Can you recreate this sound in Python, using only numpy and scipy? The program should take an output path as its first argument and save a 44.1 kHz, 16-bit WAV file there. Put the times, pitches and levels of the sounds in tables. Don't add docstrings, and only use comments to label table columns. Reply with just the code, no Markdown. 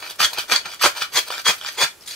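import sys
import numpy as np
from scipy import signal
from scipy.io import wavfile
from scipy.ndimage import uniform_filter1d

SR = 44100
rng = np.random.default_rng(int(sys.argv[2]) if len(sys.argv) > 2 else 0)


def int16_out(signal):
    q = np.round(np.clip(np.atleast_2d(signal).T, -1, 1) * 32767)
    wavfile.write(sys.argv[1], SR, q.astype(np.int16))


N = 94815

# time_s, mid_level_db, low_re_mid_db, high_re_mid_db
TWIST_CURVES = [
    [(0.185, -38, -20, -17), (0.193, -30.5, -13, -13), (0.203, -16.5, -14, -11), (0.249, -11.5, -18, -19.5),
     (0.265, -32, -8, 3), (0.3, -45, -13, -16)],
    [(0.48, -34, -15, -15), (0.494, -32, -1.5, -9), (0.526, -12.5, -10.5, -16), (0.556, -21, -19, -16),
     (0.564, -14.5, -34, -23), (0.584, -33.5, -5, -11), (0.61, -50, -27, 4)],
    [(0.79, -49, -22, -19), (0.796, -30.5, -45, -47), (0.808, -31.5, -4, -10), (0.822, -19.5, -26, -6),
     (0.84, -11.5, -6, -18), (0.862, -12, -4, -13), (0.92, -51.5, -25, 1)],
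    [(1.115, -43, -10, -27), (1.131, -32.5, -10, -7), (1.169, -13, -14, -13.5), (1.191, -15, -11, -11.5),
     (1.217, -44, -20, -5), (1.24, -41, -13, -1)],
    [(1.44, -37.5, -23, -11), (1.466, -14, -17, -15.5), (1.504, -13, -9.5, -16), (1.53, -36.5, -20, -9),
     (1.57, -46, -12, 6)],
    [(1.765, -37, -11, -23), (1.785, -24.5, -4.5, -12), (1.825, -12, -11, -19), (1.841, -13.5, -19, -17),
     (1.873, -41.5, -8, -7), (1.92, -45, -33, -19)],
]
RETURN_CURVES = [
    [(0.0, -36.5, -17, -7), (0.016, -42.5, -10, -7), (0.024, -32.5, -10, -14), (0.09, -35.5, -17, -8.5),
     (0.108, -30.5, -9, -1), (0.144, -52, -33, -19), (0.16, -45, -1, 10)],
    [(0.3, -42, -19, -2), (0.328, -40, 0, -6), (0.333, -34.5, 6, 7), (0.364, -30.5, -25, -25),
     (0.386, -21, -4, -9.5), (0.402, -24, -43, -12.5), (0.444, -45.5, 1, -3), (0.46, -60, -18, 6)],
    [(0.61, -37, -3, -13), (0.63, -52, -16, -19), (0.65, -36, -10, -22), (0.66, -27, -6, -13.5),
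     (0.682, -36.5, -9, -15), (0.744, -35, -19, -6), (0.78, -58, -14, -9)],
    [(0.93, -51, -20, -9), (0.963, -29.5, -6, -10), (0.968, -25.5, -14, -10), (1.0, -33, -10, -11),
     (1.022, -16.5, -29, -19), (1.03, -24.5, -33, -10.5), (1.064, -43.5, -17, -6), (1.09, -80, -17, -12)],
    [(1.25, -46.5, -7, -9), (1.284, -33.5, -8, -1), (1.3, -36.5, -15, -23), (1.304, -31.5, -10, -7),
     (1.328, -28.5, -9.5, -10.5), (1.388, -35, -10, -8), (1.396, -27, -17, -10.5), (1.43, -50, -11, 3)],
    [(1.58, -34, -6, -4), (1.594, -43.5, -20, -1), (1.61, -39, -11, -13), (1.69, -23.5, -28, -13.5),
     (1.702, -39.5, -35, -4), (1.738, -43.5, -32, -1.5), (1.76, -37.5, -33, -10)],
]
SLIDE_CURVES = [
    [(2.0, -66, -18, -15), (2.03, -46, -15, -4), (2.056, -59, -18, -10), (2.061, -39, -28, -6),
     (2.075, -44, -32, 3), (2.079, -34.5, -35, -1.5), (2.098, -37, -44, -4), (2.116, -31, -17, -8),
     (2.15, -36.5, -30, -10)],
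]
# start_s, relative_level_db, low_body_re_level_db, note_hz
CRACKS = [(0.026, -27, 17, 1240), (0.064, -18, 3.5, 2450), (0.1, -14, -28, 3450), (0.1926, -15, 6, 1420),
          (0.196, -12, -11, 4700), (0.204, 3, -3, 1314), (0.21, 3, -22, 1500), (0.229, 0, 2.5, 1540),
          (0.256, -2, -28, 3150), (0.3325, -10, -1, 4140), (0.384, -4.5, -29, 4600),
          (0.393, -3, -8.5, 3120), (0.498, -8.5, 7, 1380), (0.521, 0.5, 7, 1550), (0.561, 4.5, -31, 4500),
          (0.657, -8, -7, 1230), (0.662, -11, 1.5, 1350), (0.718, -13, -12, 2300), (0.736, -15, -16, 1290),
          (0.813, -1, -2.5, 1250), (0.821, -5, 2, 1580), (0.841, 8, -12, 604), (0.859, -2, 10, 2440),
          (0.966, -14.5, -3, 3670), (0.982, -13.5, -23, 4550), (1.0195, -2, 3, 1294), (1.146, -8, -4, 2450),
          (1.163, -1, -25, 2260), (1.1722, 6.5, -12, 4290), (1.304, -8.5, 7, 1260), (1.315, -9, -13, 4860),
          (1.339, -8.5, -4, 2320), (1.38, -8.5, 0, 4800), (1.466, -2, 5, 1100), (1.492, -2, -6, 3300),
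          (1.498, 4.5, -6, 1320), (1.6124, -13, -2, 3180), (1.648, -8, -8, 1390), (1.662, -7, -5, 4730),
          (1.687, -9.5, -1.5, 4460), (1.796, -7, -30, 2180), (1.821, 2.5, -10, 1340),
          (2.0095, -24, -27, 5350), (2.022, -24, -25, 5400), (2.037, -26, -25, 4000),
          (2.0758, -13, -21, 3500), (2.083, -12, -29, 3830), (2.109, -14, -12.5, 4270)]
# start_s, main_partial_peak_db, pitch_hz
THUMPS = [(0.199, -40.5, 197), (.24, -44.5, 113), (.375, -47.5, 139), (0.521, -38.5, 227), (.55, -53, 90.5),
          (0.651, -49.5, 189), (0.839, -36, 196), (0.862, -45.5, 127), (1.017, -50, 152),
          (1.141, -46.5, 150), (1.482, -34.5, 186), (1.826, -38, 168)]
# centre_hz, width_hz, tight_grip_db, loose_grip_db (relative levels)
BODY_MODES = [(380, 250, -22, -10.5), (616, 34, -18.5, -15), (799, 51, -22.5, -14.5), (966, 62, -11.5, -9),
              (1360, 275, 0.5, 0.5), (1557, 34, -8.5, -7), (1807, 93, -3.5, -4.5), (2347, 90, 2, -2),
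              (2433, 74, 2, -2.5), (3046, 107, -2.5, 1), (3372, 37, 3, -1.5), (3680, 710, 4, -4.5),
              (4210, 66, -9, -8), (4484, 29, -0.5, -12), (4720, 32, -6, -0.5), (6080, 600, -1.5, -5.5)]
# frequency_hz, relative_gain_db
TWIST_COLOUR = [(35, -97), (60, -55), (268, -2.5), (621, -7), (882, -6), (1510, 0), (2090, -0.5),
                (2410, -29), (2770, -9), (4640, -0.5), (16000, -13.5)]
RETURN_COLOUR = [(35, -80), (60, -29), (698, -24), (1380, -3), (2000, -11), (2350, -7), (2710, -11),
                 (3850, -4.5), (4750, -6), (6740, -19.5), (16000, -37)]
SLIDE_COLOUR = [(35, -52), (60, -38), (1090, -20), (1340, -9), (2300, -10), (2520, -12), (4320, -4.5),
                (11800, -24), (16000, -36)]
# crystals_per_s, size_spread_db, ring_re_crackle_db, loose_grip (above 0.5 is loose)
TWIST_GRAIN = (6003, 3, 0, 0)
RETURN_GRAIN = (3000, 2.7, 2.1, 1)
SLIDE_GRAIN = (5995, 4, -12, -1)
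# frequency_hz, t60_s
ROOM_DECAY = [(250, 0.089), (700, 0.16), (1800, 0.19), (4600, 0.18), (12000, 0.19)]
# frequency_hz, relative_gain_db
AIR_COLOUR = [(18, -17), (30, -8.5), (112, -4), (199, -6), (355, -2), (740, -4.5), (889, -6), (11700, -13),
              (16000, -19)]
# frequency_hz, left_minus_right_db
SIDES = [(60, -3.5), (300, -0.6), (1500, -0.6), (3000, -1), (5500, 2.5), (9000, -1), (15000, -5)]

LOW_HZ, HIGH_HZ, RUMBLE_HZ = 900, 8000, 300
GRIP_S, GRIP_RMS_DB, GRIP_BEND_RMS = 0.026, 2, 0.018
CRACK_DECAY_S, CRACK_DB, CRACK_LOW_HZ = 0.00059, -6.5, 380
NOTE_DB, NOTE_T60_S, NOTE_ATTACK_S = -8, 0.014, 0.00025
THUMP_SWELL_S, UNDER_RATIO, UNDER_DB = 0.0082, 0.513, -5
SHIFT_S, ROOM_GAIN_DB, TAIL_DB = 0.03, -6.5, -2
SCATTER_DECAY_S, SCATTER_DB = 0.002, 5
AIR_DB = -49
RIGHT_LAG_SAMPLES, EDGE_HZ = 1, 15750


def amp(db):
    return 10 ** (np.asarray(db) / 20)


def evened(x):
    return x / np.sqrt(np.mean(x ** 2) + 1e-20)


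def read(points, hz):
    f, value = np.transpose(points)
    return np.interp(np.log(hz + 1), np.log(f + 1), value)


def colour(x, points, share=1.):
    hz = abs(np.fft.fftfreq(4096, 1 / SR))
    log_gain = share * np.log(amp(np.maximum(read(points, hz), -100)))
    spectrum = np.exp(np.conj(signal.hilbert(log_gain)))
    impulse = np.fft.ifft(spectrum).real[:2048]
    return signal.oaconvolve(x, impulse)[:N]


def split(x, hz):
    low = signal.sosfiltfilt(signal.butter(2, hz, fs=SR, output="sos"), x)
    return low, x - low


def crunch(curves, spectrum, crystals_per_s, spread_db, ring_db, loose):
    t = np.arange(N) / SR
    sizes = amp(spread_db * np.minimum(rng.exponential(1, N), 4))
    clicks = sizes * (rng.random(N) < crystals_per_s / SR)
    bare = evened(colour(clicks * rng.choice([-1., 1.], N), spectrum))
    sound = bare + amp(ring_db) * evened(ring(clicks, loose > .5))

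    low, rest = split(sound, LOW_HZ)
    for _ in range(2):
        low = split(low, RUMBLE_HZ)[1]
    mid, high = split(rest, HIGH_HZ)
    low, mid, high = evened(low), evened(mid), evened(high)

    out = np.zeros(N)
    for curve in curves:
        time_s, mid_db, low_db, high_db = np.transpose(curve)
        gate = np.clip(np.minimum(t - time_s[0], time_s[-1] - t) / 0.011 + .5, 0, 1)
        level_db = np.interp(t, time_s, mid_db)
        low_gain = amp(level_db + np.interp(t, time_s, low_db))
        high_gain = amp(level_db + np.interp(t, time_s, high_db))
        out += gate * (amp(level_db) * mid + low_gain * low + high_gain * high)
    return out


def ring(clicks, loose):
    out = np.zeros(N)
    for hz, width_hz, tight_db, loose_db in BODY_MODES:
        drift = uniform_filter1d(rng.standard_normal((2, N)), round(GRIP_S * SR))
        grip, bend = evened(uniform_filter1d(drift, 300))
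        turn = np.exp(2j * np.pi * np.cumsum(hz * (1 + GRIP_BEND_RMS * bend)) / SR)
        mode_db = loose_db if loose else tight_db
        blows = clicks * rng.standard_normal(N) * amp(GRIP_RMS_DB * grip + mode_db)
        pole = np.exp(-np.pi * width_hz / SR)
        decay = signal.lfilter([np.sqrt(width_hz)], [1, -pole], blows / turn + 1e-18)
        out += (turn * decay).real
    return out


def struck(x):
    return amp(2.5) * colour(x, RETURN_COLOUR, 0.78) + amp(-46.0) * ring(x, 1)


def cracks():
    t = np.arange(600) / SR
    bright, deep, notes = np.zeros((3, N + 600))
    bursts = rng.standard_normal((len(CRACKS), len(t))) * np.exp(-t / CRACK_DECAY_S)
    bursts = bursts / np.linalg.norm(bursts, axis=1, keepdims=True) * np.sqrt(CRACK_DECAY_S * SR / 2)
    note_decay_db = t / NOTE_T60_S * 20 * np.log10(1e3)
    attack = np.minimum(t / NOTE_ATTACK_S, 1)
    for (start_s, db, low_db, hz), burst in zip(CRACKS, bursts):
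        start = round(start_s * SR)
        at = slice(start, start + len(t))
        bright[at] += amp(db + CRACK_DB) * burst
        deep[at] += amp(db + CRACK_DB + low_db) * burst
        notes[at] += amp(db + NOTE_DB - note_decay_db) * np.sin(2 * np.pi * hz * t) * attack
    upper = split(struck(bright[:N]), 3100)[1]
    lower = split(struck(deep[:N]), 2420)[0]
    return upper + amp(8.0) * lower + notes[:N]


def thumps():
    t = np.arange(N) / SR
    out = np.zeros(N)
    for start_s, db, hz in THUMPS:
        since_s = np.maximum(t - start_s, 0)
        swell = since_s / THUMP_SWELL_S * np.exp(1 - since_s / THUMP_SWELL_S)
        main = np.sin(2 * np.pi * hz * since_s)
        under = np.sin(2 * np.pi * UNDER_RATIO * hz * since_s)
        out += amp(db) * swell * (main + amp(UNDER_DB) * under)
    return out


def kitchen(x, count=10):
    step = np.arange(N) / (SHIFT_S * SR)
    out = np.zeros((2, N))
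    for k in range(count):
        window = np.clip(1 - abs((step - k + count / 2) % count - count / 2), 0, 1)
        part = (x * np.sqrt(window))[None]
        out += signal.fftconvolve(part, response(), axes=1)[:, :N]
    return amp(ROOM_GAIN_DB) * out


def response():
    taps = np.zeros((2, SR // 2))
    at = np.arange(300, SR // 2 - 20, 20)
    shape = (2, len(at))
    np.put_along_axis(taps, at + rng.integers(0, 20, shape), rng.choice([-1., 1.], shape), 1)
    hz, t, z = signal.stft(taps, SR, nperseg=256)
    decay = amp(-60 * t / read(ROOM_DECAY, hz)[:, None])
    tail = signal.istft(z * decay, SR, nperseg=256)[1]
    tail *= amp(TAIL_DB) / np.linalg.norm(tail, axis=1, keepdims=True)

    near = rng.standard_normal((2, 800)) * np.exp(-np.arange(800) / (SCATTER_DECAY_S * SR))
    near = near * (rng.random((2, 800)) < .15)
    near = signal.lfilter([1, -.6], 1, near)
    tail[:, 10:810] += amp(SCATTER_DB) * near / np.linalg.norm(near, axis=1, keepdims=True)
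    tail[0, 0] += 1
    tail[1, RIGHT_LAG_SAMPLES] += 1
    return tail


def background():
    shared, left, right = rng.standard_normal((3, N))
    pair = np.array([colour(shared + 0.71 * own, AIR_COLOUR) for own in (left, right)])
    return amp(AIR_DB) * evened(pair)


def scene():
    grinder = crunch(TWIST_CURVES, TWIST_COLOUR, *TWIST_GRAIN)
    grinder += crunch(RETURN_CURVES, RETURN_COLOUR, *RETURN_GRAIN)
    grinder += crunch(SLIDE_CURVES, SLIDE_COLOUR, *SLIDE_GRAIN)
    grinder += split(cracks(), CRACK_LOW_HZ)[1]
    return kitchen(grinder) + thumps() + background()


def record(dry):
    left = colour(dry[0], SIDES, .5)
    right = colour(dry[1], SIDES, -.5)
    pair = np.clip([left, right], -1, 1)
    band_limit = signal.firwin(1023, EDGE_HZ, window=("kaiser", 9), fs=SR)
    return signal.oaconvolve(pair, band_limit[None], "same")


dry = scene()
out = record(dry)
int16_out(out)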